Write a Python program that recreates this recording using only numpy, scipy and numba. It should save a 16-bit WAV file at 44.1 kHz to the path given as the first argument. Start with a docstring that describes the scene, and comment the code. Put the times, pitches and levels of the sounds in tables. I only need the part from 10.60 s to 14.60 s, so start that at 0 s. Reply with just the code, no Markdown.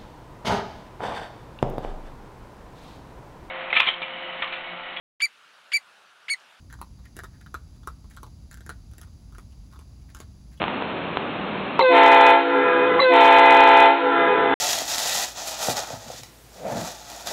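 """A five-chime air horn on a parked pickup sounds twice, close to a small camera in a quiet street.
The air valve pops, squeaks and hisses, then the air shakes a thin metal disc in each horn. The highest
horn speaks first, a little sharp; the chord fills in and overloads the microphone. Buildings echo
each blast. The camera's gain control turns the street down, then pulls the fading echo up.
Before the first blast, fingers tick on the camera body."""
import sys
import numpy as np
from scipy import signal
from scipy.fft import rfft, irfft
from scipy.io import wavfile
from scipy.ndimage import map_coordinates
from numba import njit

SR = 44100
rng = np.random.default_rng(int(sys.argv[2]) if len(sys.argv) > 2 else 0)


def transcribe(u):
    """Save the signal u as a 16-bit wav file named by the first command-line argument.

    u: samples, shape (n,) or (channels, n), limited to [-1, 1]; the rate is SR.
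    q: integer samples, one column per channel.
    """
    v = np.clip(np.atleast_2d(u).T, -1, 1)
    q = np.round(v * 32767).astype(np.int16)
    wavfile.write(sys.argv[1], SR, q)


N = 176400

# tone colour of the street rumble (frequency [Hz], level [dB])
STREET_COLOUR = [(25, -42), (70, -11.5), (120, -10), (185, 1.5), (280, -2.5), (700, -5.5), (1200, -7),
                 (1900, -14.5), (2600, -11.5), (3700, -21), (4400, -33.5)]
# finger ticks on the camera (time [s], peak level [dB])
FINGER_TICKS = [(.018, -5), (.028, -8), (.0395, -5), (.081, -8.5), (.0995, -12.5), (.2225, -9),
                (.5712, -2.5)]
# tone colour of one tick (frequency [Hz], level [dB])
TICK_COLOUR = [(100, -12), (500, 2), (1000, 2.5), (2000, -7), (3600, -8.5), (4400, -24)]
# the two blasts (valve opens [s], valve closes [s], pop level [dB])
BLAST_TIMES = [(1.192, 1.714, -2.5), (2.395, 3.256, -13)]
# tone colour of the valve's pop (frequency [Hz], level [dB])
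POP_COLOUR = [(100, -42), (400, -2), (700, -10), (890, 7.5), (1000, -8.5), (1110, 4), (1550, -32.5),
              (1950, -24), (2150, -18), (2500, -22.5), (4400, -27.5)]
# squeaks of the opening valve (start [s], length [s], pitch [Hz], level [dB])
VALVE_SQUEAKS = [(1.206, 0.026, 3995, -11), (1.207, 0.011, 2102, -1.5), (2.391, 0.017, 1120, -12),
                 (2.393, 0.014, 2082, -11), (2.4, 0.051, 3978, -11.5), (2.418, 0.02, 2040, -11)]
# tone colour of the open valve's hiss (frequency [Hz], level [dB])
HISS_COLOUR = [(100, -39.5), (600, -15.5), (1200, -1.5), (2200, 1.5), (4200, 7)]
# tone colour of the rushing noise at full blast, with a harsh overload band near 3160 Hz
# (frequency [Hz], level [dB])
BLAST_NOISE_COLOUR = [(100, -45), (300, -17.5), (850, 5.5), (1150, 0.5), (1500, -0.5), (2150, 2.5),
                      (2900, -4.5), (3160, 1.5), (3350, -10.5), (3600, -3.5), (4400, -19.5)]
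# the note of each horn, low to high (pitch [Hz])
HORN_NOTES = [276.4, 340.2, 407.8, 445.0, 498.9]
# how each horn starts and stops, low to high (delay [s], swell [s], starts sharp by [%], die-away [s])
HORN_MOTION = [(.105, 0.17, 1.5, 0.073), (.09, 0.11, 3.5, 0.064), (.125, 0.24, 2.5, 0.036),
               (.118, .08, 3.5, 0.057), (0.00608, 0.28, 10, 0.022)]
# one row per horn, one column per harmonic from the base note up (relative level [dB])
HORN_HARMONICS = [
    [-30, -28.5, -20, -39.5, -29.5, -32, -43, -37.5, -31, -42.5, -43, -46.5, -45.5, -50, -58.5],
    [-32, -18, -27, -40.5, -46.5, -29, -32, -44, -45.5, -50.5, -48.5, -55.5],
    [-28.5, -23, -30, -27.5, -28, -36, -40, -49.5, -47, -54],
    [-34, -14.5, -26, -30, -37, -43, -35.5, -41, -48.5],
    [-22.5, -22.5, -32, -26.5, -26.5, -41.5, -33.5, -46],
]
# narrow bands that the horns' flared bells make louder (centre [Hz], width [Hz], boost [dB])
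BELL_PEAKS = [(1542, 28, 14), (1040, 27, 0.5)]
# echoes from single buildings (delay [s], level [dB])
WALL_ECHOES = [(.23, -25), (.41, -43.5)]
# tone colour of all the echoes (frequency [Hz], level [dB])
ECHO_COLOUR = [(150, -14.5), (275, -3), (345, 4), (440, 0.5), (510, 0), (560, -8), (680, -7.5), (900, -12),
               (1350, -1.5), (1750, -5), (2400, -13), (3600, -9), (4200, -18)]


def undb(db):
    """Turn decibels into a number to multiply by."""
    return 10 ** (np.asarray(db) / 20)


def unit(x):
    """Scale a signal to an average (rms) size of 1."""
    return x / np.sqrt(np.mean(x ** 2))


def response(colour):
    """Join the points of a tone colour table into a gain for every frequency."""
    hz, db = np.array(colour).T
    frequencies = np.arange(N // 2 + 1) * SR / N
    return undb(np.interp(np.log(frequencies + 1), np.log(hz), db))


def noise(colour):
    """Noise of average size 1 with the given tone colour."""
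    return unit(irfft(rfft(rng.standard_normal(N)) * response(colour), N))


def wander(rate):
    """A smooth random wobble of average size 1, through `rate` new values a second."""
    times = np.linspace(0, N / SR, 8000)
    motion = map_coordinates(rng.standard_normal(4096), [times * rate], order=3, mode="wrap")
    return np.interp(np.arange(N) / SR, times, unit(motion))


def ramp(u):
    """A smooth step from 0 to 1."""
    return np.sin(np.pi / 2 * np.clip(u, 0, 1)) ** 2


def blast_clocks(t):
    """Seconds since the current blast's valve opened, and since it closed (0 until then)."""
    (open1, close1, _), (open2, close2, _) = BLAST_TIMES
    second = t > open2
    return t - np.where(second, open2, open1), np.maximum(t - np.where(second, close2, close1), 0)


@njit
def follow(x, attack, release):
    """Track a level, rising fast and falling slowly."""
    out, level = np.empty(len(x)), 0.
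    for i in range(len(x)):
        level += (x[i] - level) * (attack if x[i] > level else release)
        out[i] = level
    return out


def street_rumble(level_db=-28, drift_db=.5):
    """The street gives a low, even rumble whose level drifts a little."""
    return undb(level_db + drift_db * wander(3.4)) * noise(STREET_COLOUR)


def finger_ticks():
    """Fingers knock on the camera body, making small dry ticks."""
    taps = np.zeros(N)
    for when, db in FINGER_TICKS:
        taps[int(when * SR)] += undb(db)
    # build a click of this colour with its energy packed at the start (minimum phase)
    cepstrum = irfft(np.log(response(TICK_COLOUR)), N)
    cepstrum[N // 2:] = 0
    tick = irfft(np.exp(2 * rfft(cepstrum)), N)[:256]
    tick = signal.sosfilt(signal.butter(4, 4200, fs=SR, output="sos"), tick)
    return -np.convolve(taps, tick / np.max(np.abs(tick)))[:N]


def valve(t, pop_decay_s=.032, wobble=.003, rough_db=4):
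    """Air pops out as the valve opens and squeaks roughly through the narrow gap."""
    out = np.zeros(N)
    for opens, _, pop_db in BLAST_TIMES:
        age = np.maximum(t - opens, 0)
        out += undb(pop_db) * ramp(age / .0013) * np.exp(-age / pop_decay_s) * noise(POP_COLOUR)
    for start, length, hz, db in VALVE_SQUEAKS:
        gate = ramp((t - start) / .002) * ramp((start + length - t) / .006)
        phase = 2 * np.pi * np.cumsum(hz * (1 + wobble * wander(400))) / SR
        out += gate * undb(db + rough_db * wander(200)) * np.sin(phase)
    return out


def hiss_and_blast_noise(t, hiss_db=-13, blast_db=9.5, fade_s=.07):
    """The open valve hisses, a harsh rushing noise joins at full blast, and both fade once it shuts."""
    age, since_closed = blast_clocks(t)
    hiss = undb(hiss_db) * ramp(age / .0056) * noise(HISS_COLOUR)
    blast_noise = undb(blast_db) * ramp((age - .1) / .14) * noise(BLAST_NOISE_COLOUR)
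    return (hiss + blast_noise) * np.exp(-since_closed / fade_s)


def bell_boost_db(hz):
    """The flared bells boost a harmonic as it glides through one of their peaks."""
    return sum(db * np.exp(-np.minimum(((hz - centre) / width) ** 2, 20))
               for centre, width, db in BELL_PEAKS)


def horns(t, gain_db=32.5, settle_s=.05, jitter=.001435, waver_db=.7):
    """Each horn's disc starts sharp, settles and brightens with pressure, and fades as the air drains."""
    out = np.zeros(N)
    age, since_closed = blast_clocks(t)
    pressure_surge = (np.maximum(age - .14, 0) / .14) ** 2  # the air line comes up to full pressure
    end_lift = .014 * ramp(since_closed / .2)  # pitch rises as the air drains
    tuning = np.where(t > BLAST_TIMES[1][0], -.0003, .0003)  # the second blast is a touch lower
    for hz, motion, harmonics in zip(HORN_NOTES, HORN_MOTION, HORN_HARMONICS):
        delay, swell, sharp_percent, die_away = motion
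        sounding = np.maximum(age - delay, 0)
        rise = 1 - np.exp(-(sounding / swell) ** .73 - pressure_surge)
        drive = rise * np.exp(1 - np.hypot(since_closed / die_away, 1))
        overtone_drive = drive ** 2.11  # overtones come later and leave sooner than the base note
        start_bend = sharp_percent / 100 * np.exp(-sounding / settle_s)
        pitch = hz * (1 + start_bend + end_lift + jitter * wander(80) + tuning)
        phase = 2 * np.pi * np.cumsum(pitch) / SR
        for k, db in enumerate(harmonics, 1):
            size = undb(db + bell_boost_db(k * pitch) + waver_db * wander(4.855))
            size *= drive if k == 1 else overtone_drive
            out += np.sqrt(2) * size * np.sin(k * phase + rng.uniform(0, 2 * np.pi))
    return undb(gain_db) * out


def building_echoes(sound, t, paths=4, tail_db=-17.5, build_s=.18, fade_60db_s=2.6, flutter_rad=.67):
    """Buildings send back two clear echoes and a long tail whose paths waver in the moving air."""
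    coloured = irfft(rfft(sound) * response(ECHO_COLOUR), N)
    out = sum(undb(db) * np.interp(t - delay, t, coloured) for delay, db in WALL_ECHOES)
    fade = ramp(t / build_s) * np.exp(-np.log(1000) * t / fade_60db_s)
    for _ in range(paths):
        tail = rng.standard_normal(N) * fade
        tail *= undb(tail_db) / np.sqrt(paths * np.sum(tail ** 2))
        # the complex (Hilbert) form lets us nudge the phase of this path
        path = signal.hilbert(signal.fftconvolve(coloured, tail), 2 * N)[:N]
        out += np.real(path * np.exp(1j * flutter_rad * wander(22)))
    return out


def scene():
    """The truck's horn and its echoes, over the street rumble and finger ticks."""
    t = np.arange(N) / SR
    truck = horns(t) + hiss_and_blast_noise(t) + valve(t)
    return (street_rumble() + finger_ticks() + truck + building_echoes(truck, t))[None]


def record(dry, overload_db=33, threshold_db=-12.5, ratio=5.524, attack_s=.0016, release_s=.067):
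    """The microphone overloads, gain control turns loud parts down, peaks clip, and the camera stops."""
    t = np.arange(N) / SR
    limit, bias = undb(overload_db), .0064  # the bias squashes one side of the wave a little more
    x = limit * (np.tanh(dry[0] / limit + bias) - np.tanh(bias))
    level = follow(np.abs(x), 1 / (1 + attack_s * SR), 1 / (1 + release_s * SR))
    x *= np.maximum(level / undb(threshold_db), 1) ** (1 / ratio - 1)
    x = signal.sosfilt(signal.cheby1(12, .3, 4200, fs=SR, output="sos"), x)  # cut the treble
    x = np.clip(x, -.72, .72)  # flattening the peaks adds some treble back
    x *= ramp((3.942 - t) / .0019)  # the camera stops at 3.942 s
    return signal.sosfilt(signal.ellip(8, .2, 70, 15800, fs=SR, output="sos"), x)[None]


dry = scene()
out = record(dry)
transcribe(out)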